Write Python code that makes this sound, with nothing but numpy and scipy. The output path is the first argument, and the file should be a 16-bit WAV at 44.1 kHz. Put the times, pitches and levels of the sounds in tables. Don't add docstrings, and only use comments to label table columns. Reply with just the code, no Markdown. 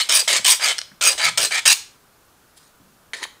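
import sys
import numpy as np
from scipy import signal
from scipy.io import wavfile
from scipy.ndimage import uniform_filter1d

SR = 44100
rng = np.random.default_rng(int(sys.argv[2]) if len(sys.argv) > 2 else 0)


def output_pcm(signal):
    pcm = np.clip(np.atleast_2d(signal).T, -1, 1) * 32767
    wavfile.write(sys.argv[1], SR, np.round(pcm).astype(np.int16))


def boost(x):
    u = np.asarray(x, float) / 20
    return 10 ** u


N = 149940


def evened(x):
    return x / np.sqrt(np.mean(x ** 2) + 1e-20)


def read(points, hz):
    f, value = np.transpose(points)
    return np.interp(np.log(hz + 1), np.log(f + 1), value)


def add(mix, s, sound):
    part = mix[round(s * SR):][:len(sound)]
    part += sound[:len(part)]


def ring(x, hz, width):
    r = np.exp(-np.pi * 1.5 * width / SR)
    turn = 2 * np.pi * min(hz, 0.45 * SR) / SR
    one = [1 - r, 0, r - 1, 1, -2 * r * np.cos(turn), r * r]
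    return signal.sosfilt([one, one], x)


def floor():
    # frequency in Hz, density in dB per Hz.
    spectrum = [(15, -14.5), (30, -0.5), (120, 0), (300, -3), (700, -5), (1400, -3), (2000, -12),
                (16000, -16.5)]
    floor_db, patch_db = -55.5, 0.27
    frames, hz = N // 256 + 5, np.fft.rfftfreq(1024, 1 / SR)
    a, b, patches = rng.standard_normal((frames, 513, 3)).T
    patches = uniform_filter1d(patches, 10, 0)
    patches = evened(uniform_filter1d(patches, 14, 1))
    z = (a + 1j * b) * boost(read(spectrum, hz)[:, None] + patch_db * patches)
    hiss = signal.istft(z, nperseg=1024, noverlap=768)[1][:N]
    return boost(floor_db) * evened(hiss)


def room(x):
    # frequency in Hz, t60 in seconds.
    decay = [(300, 0.32), (2000, 0.39), (6000, 0.35), (14000, 0.23)]
    # frequency in Hz, level in dB.
    colour = [(300, -2), (1000, 0), (1800, -2.5), (3500, 1), (6000, -1), (12000, 3.5)]
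    echoes = np.zeros(SR)
    at = np.arange(200, SR - 20, 20)
    echoes[at + rng.integers(0, 20, at.shape)] = rng.choice([-1., 1.], at.shape)
    hz, t, z = signal.stft(echoes, SR, nperseg=256)
    gain_db = read(colour, hz)[:, None] - 60 * t / read(decay, hz)[:, None]
    tail = signal.istft(z * boost(gain_db), SR, nperseg=256)[1]
    return signal.fftconvolve(x, tail / np.linalg.norm(tail))[:N]


def bump(s, db, hz, t60):
    t = np.arange(SR // 2) / SR
    wobble = ring(rng.standard_normal(len(t)), hz, 0.3 * hz)
    shape = np.minimum(t / 0.0028, 1) * boost(-60 * t / t60)
    thud = wobble * shape
    return s, boost(db) * thud * np.linalg.norm(shape) / np.linalg.norm(thud)


def all_modes(main, main_db, shapes, body, count):
    body_db, spread_db = -6.5, 3.5
    u = rng.random((count, 3))
    hz = 320 + 15600 * ((np.arange(count) + 0.5 * u[:, 0]) / count) ** 1.5
    db = read(body, hz) + body_db + spread_db * 2 * (u[:, 1] - 0.5)
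    strong = np.c_[np.add(main, [0, 0, main_db]), shapes[:len(main)]]
    crowd = np.c_[hz, 60 + np.gradient(hz), db, u[:, 2]]
    return np.r_[strong, crowd]


def contact_bodies():
    # frequency in Hz, width in Hz, level in dB.
    bite = [(1340, 130, -9), (1750, 150, -6), (2450, 150, -3), (2950, 190, -4), (3750, 190, -3),
            (4330, 120, -3), (4830, 140, 0), (6150, 130, -4), (6580, 220, -3), (980, 120, -13),
            (8480, 110, -1), (8990, 130, -5), (9570, 80, -6), (13300, 90, -16)]
    drag = [(1280, 110, -6), (1740, 120, -5), (2200, 120, -1), (3070, 160, -1), (3800, 160, -3),
            (4690, 210, -3), (4290, 96, -4), (6170, 70, -6), (6520, 190, -6), (8200, 160, -10),
            (950, 130, -13), (9000, 100, -13), (9610, 78, -10), (15100, 130, -26)]
    held = [(400, 250, -18), (960, 140, -6), (1830, 300, 3), (2300, 200, -5), (3150, 170, -3),
            (3750, 300, -4), (4250, 260, -3), (5020, 200, -5), (6700, 300, -8), (8700, 500, -10),
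            (10260, 250, -14)]
    tipped = [(600, 400, -14), (1650, 400, 5), (3030, 300, -2), (4330, 400, -1), (5090, 300, 1),
              (5750, 250, 0), (6630, 250, -3), (8450, 400, -6)]
    # frequency in Hz, level in dB.
    bite_body = [(330, -29.5), (620, -18.5), (2400, -5.5), (4790, -2.4), (7250, -6), (8700, -2.5),
                 (10800, -16.5), (14200, -17.5)]
    drag_body = [(330, -32.5), (620, -15), (1300, -15.5), (2230, -3), (4790, -7), (8410, -10.5),
                 (10800, -23), (15500, -31)]
    held_body = [(200, -30), (960, -14), (1830, -5), (4240, -3), (8490, -6), (11000, -17), (15800, -28)]
    bite_shape = [0.022, 0.48, 0.16, 0.067, 1, 0.1, 0.2, 0.47, 0.15, 0.37, .75, 0.23, 1, .35]
    drag_shape = [0.56, 0.64, 0.31, 1, 0.05, 0.48, 0.22, 0.4, 0.17, 0.77, 0.56, 0.53, 0.25, .55]
    main_db, loose_db = -5, 1
    return (all_modes(bite, main_db, bite_shape, bite_body, count=50),
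            all_modes(drag, main_db, drag_shape, drag_body, count=50),
            all_modes(held, loose_db, bite_shape, held_body, count=40),
            all_modes(tipped, loose_db, bite_shape, held_body, count=40))


def steel(drive, place, tilt_db, modes):
    travel_turns, travel_db = 0.45, 5.5
    sides = np.sign(rng.random((len(drive), len(modes))) - 0.5).T
    out = 0
    for side, (hz, width, db, turns) in zip(sides, modes):
        shape = np.cos(2 * np.pi * (turns + travel_turns * np.sqrt(hz / 1000) * place))
        gain_db = db + travel_db * shape + tilt_db * np.log2(hz / 4000)
        out = out + ring(side * drive * boost(gain_db), hz, width)
    return out


def tap(s, db, tilt_db, modes):
    tap_db, rattle_s = -5, 0.0018
    t = np.arange(3000) / SR
    rattle = np.exp(-t / rattle_s) * (rng.random(len(t)) < 0.12)
    drive = rattle + 2 * (t == 0)
    sound = steel(drive, 0, tilt_db, modes)
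    return s, boost(db + tap_db) * sound / np.std(sound[:200])


def sing(drive, t, start, length, hz, db):
    width_hz, sing_db = 135, -2
    swell = np.sin(np.pi * np.clip((t - start) / (1.2 * length) + 1 / 12, 0, 1)) ** 0.5
    sides = np.sign(rng.random(len(t)) - 0.5)
    tone = ring(drive * swell * sides, hz, width_hz)
    return boost(db + sing_db) * tone * np.linalg.norm(swell) / np.linalg.norm(tone)


def stroke(rows, begin, modes):
    # start in seconds,
    # length in seconds, frequency in Hz, level in dB.
    sings = [(0.0, 0.029, 4260, -20.5), (0.0, 0.035, 3010, -24.5), (0.078, 0.046, 5390, -21.5),
             (0.08, 0.075, 3060, -25.5), (0.099, 0.087, 3740, -22.5), (0.119, 0.067, 2440, -23.5),
             (0.119, 0.075, 9560, -19), (0.151, 0.075, 4790, -20.5), (0.293, 0.081, 2200, -29),
             (0.308, 0.073, 3700, -29), (0.351, 0.052, 4270, -25), (0.435, 0.055, 3050, -19),
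             (0.454, 0.078, 8490, -17.5), (0.459, 0.058, 990, -28.5), (0.488, 0.049, 6710, -26),
             (0.504, 0.046, 4820, -23), (0.609, 0.046, 4860, -21.5), (0.678, 0.067, 3060, -27.5),
             (1.016, 0.081, 1380, -28.5), (1.02, 0.084, 2500, -19.5), (1.042, 0.049, 6580, -17),
             (1.045, 0.049, 8460, -16), (1.056, 0.049, 9030, -39), (1.068, 0.058, 4860, -21),
             (1.193, 0.078, 3970, -25), (1.205, 0.075, 4730, -23), (1.207, 0.084, 1300, -35),
             (1.216, 0.07, 2200, -21.5), (1.641, 0.049, 8410, -16), (1.64, 0.073, 1770, -24.0),
             (1.646, 0.081, 2750, -19.5), (1.652, 0.07, 5870, -23), (1.658, 0.081, 2490, -25.5),
             (1.66, 0.064, 6680, -30.5), (1.662, 0.081, 2750, -26), (1.666, 0.061, 9000, -24.0),
             (1.672, 0.064, 4790, -19.5), (1.681, 0.046, 3920, -17.5),
             (0.11, .11, 563, -38), (0.268, .07, 590, -33), (0.297, .09, 335, -41.5),
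              (0.646, .08, 600, -37.5), (1.013, .12, 563, -35.5), (1.18, .09, 564, -41),
              (1.374, .09, 590, -35), (1.4, .08, 360, -42.5), (1.505, .1, 2330, -23),
              (1.51, .09, 1824, -27), (1.516, .08, 4000, -31), (1.38, .08, 2820, -28.5),
              (1.42, .06, 4150, -26.5)]
    teeth_per_s, tooth_spread_db = 6000, 2.4
    judder_db, judder_s, chatter_db = 1.8, 0.0018, 1.6
    land_s, lift_s = 0.0012, 0.005
    s, press_db, tilt_db = np.transpose(rows)
    first, last = s[0], s[-1]
    u, g = rng.random((9600, 2)), rng.standard_normal((9600, 2))
    t = first + np.arange(9600) / SR
    caught = u[:, 0] < teeth_per_s / SR
    teeth = caught * np.sign(g[:, 0]) * boost(-tooth_spread_db * np.log(u[:, 1] + 0.02))
    span = int(judder_s * SR) + 1
    judder = evened(uniform_filter1d(uniform_filter1d(g[:, 1], span), span))
    landing = np.clip((t - first) / land_s + (first == 0), 0, 1)
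    lifting = np.clip((last + lift_s - t) / lift_s, 0, 1)
    place = begin + np.clip((t - first) / (last - first), 0, 1)
    drive = teeth * boost(judder_db * np.minimum(judder, 2)) * landing * lifting
    tilt = np.interp(t, s, tilt_db) + chatter_db * np.clip(judder, -2, 2)
    sound = steel(drive, place, tilt, modes)
    rasp = sound * boost(np.interp(t, s, press_db)) / np.std(sound[t < last])
    song = np.zeros(len(t))
    for start, length, hz, db in sings:
        if first < start + length / 2 < last:
            song += sing(drive, t, start, length, hz, db)
    return first, rasp, song


def scene():
    # time in seconds, pressure in dB, speed brightness in dB per octave.
    pushes = [
        [(0.088, -22, -2), (0.092, -17, -2), (0.174, -14, 0.5), (0.186, -18.5, -0.5), (0.215, -21, 1),
         (0.226, -38.5, -9.5)],
        [(0.444, -28, 0), (0.449, -16, -2), (0.48, -12.5, 0), (0.525, -11.5, 0.5), (0.538, -18, -2.5),
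         (0.575, -38, 0)],
        [(1.009, -18, -2), (1.075, -12.5, -0.5), (1.133, -23, -1.5), (1.15, -61, -16.5)],
        [(1.374, -10, -2), (1.382, -14.5, -2.5), (1.402, -19, -1.5), (1.454, -18, -1), (1.485, -38.5, -0.5)],
        [(1.653, -9.5, -1), (1.705, -14.5, -1.5), (1.729, -11.5, 0), (1.737, -31.5, 4.5)],
    ]
    pulls = [
        [(0.0, -11.5, 2), (0.016, -20, 0), (0.03, -31.5, 0.5), (0.08, -42, -4)],
        [(0.275, -17.5, -3.5), (0.281, -16.5, 2), (0.361, -16.5, -1.5), (0.387, -21.5, -1), (0.393, -37, -10.5)],
        [(0.595, -30.5, -3.5), (0.637, -17, 0.5), (0.719, -20.5, -1.5), (0.735, -37, 1.5)],
        [(1.176, -25, -3), (1.244, -17, -0.5), (1.296, -21, -2.5), (1.31, -53, -3)],
        [(1.507, -18, -2.5), (1.512, -21.5, -1.5), (1.594, -23, -1.5), (1.603, -36, -2)],
    ]
    slides = [
        [(2.55, -69, 0), (2.578, -47.5, 5.5), (2.595, -57, 0), (2.674, -57.5, 4.5), (2.73, -79, 2.5)],
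        [(3.14, -29, -2), (3.165, -39.5, -4), (3.2, -40, -2), (3.22, -38.5, -6.5), (3.226, -27.5, -1.5),
         (3.246, -33.5, 2.5), (3.252, -38, -8)],
    ]
    push_from = [0.037, 0.86, 0.04, 0.073, 0.15]
    pull_from = [1, 1, 0.23, 0.087, 0.23, 0.11, 0.049]
    # time in seconds, level in dB, brightness in dB per octave.
    taps = [
        (.7821, -17, 0),
        (.7878, -15, 0),
        (.815, -21, -1),
        (3.1338, -19, -2),
        (3.1375, -24, -2),
        (3.2296, -21, 0),
        (3.2385, -20, 0),
    ]
    # time in seconds, level in dB, frequency in Hz, t60 in seconds.
    bumps = [
        (.385, -46, 211, .25),
        (.385, -50.5, 110, .25),
        (.914, -45, 170, .1),
        (.914, -42, 1497, .04),
        (1.12, -56.5, 55, .4),
        (1.24, -44, 144.8, .9),
        (1.39, -49, 89.8, .3),
        (2.8, -48, 165, .12),
        (2.85, -59, 197.5, .5),
    ]
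    room_db, sing_room_db = -10, -10
    bite, drag, held, tipped = contact_bodies()
    near, songs, air = np.zeros(N), np.zeros(N), floor()
    bodies = len(pushes) * [bite] + len(pulls) * [drag] + len(slides) * [held]
    for rows, begin, modes in zip(pushes + pulls + slides, push_from + pull_from, bodies):
        s, rasp, song = stroke(rows, begin, modes)
        add(near, s, rasp)
        add(songs, s, song)
    for row in taps:
        add(near, *tap(*row, held if row[0] > 2 else tipped))
    for row in bumps:
        add(near, *bump(*row))
    reverberant = room(near + boost(sing_room_db) * songs)
    return (near + songs + boost(room_db) * reverberant + air)[None]


def roll_off(x):
    return signal.sosfilt(signal.butter(12, 16520, fs=SR, output="sos"), x)


def record(dry):
    lowpass = signal.firwin(511, 15650, window=("kaiser", 8), fs=SR)
    cut = signal.oaconvolve(dry, lowpass[None], "same")
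    return roll_off(np.clip(cut, -1, 1))


dry = scene()
out = record(dry)
output_pcm(out)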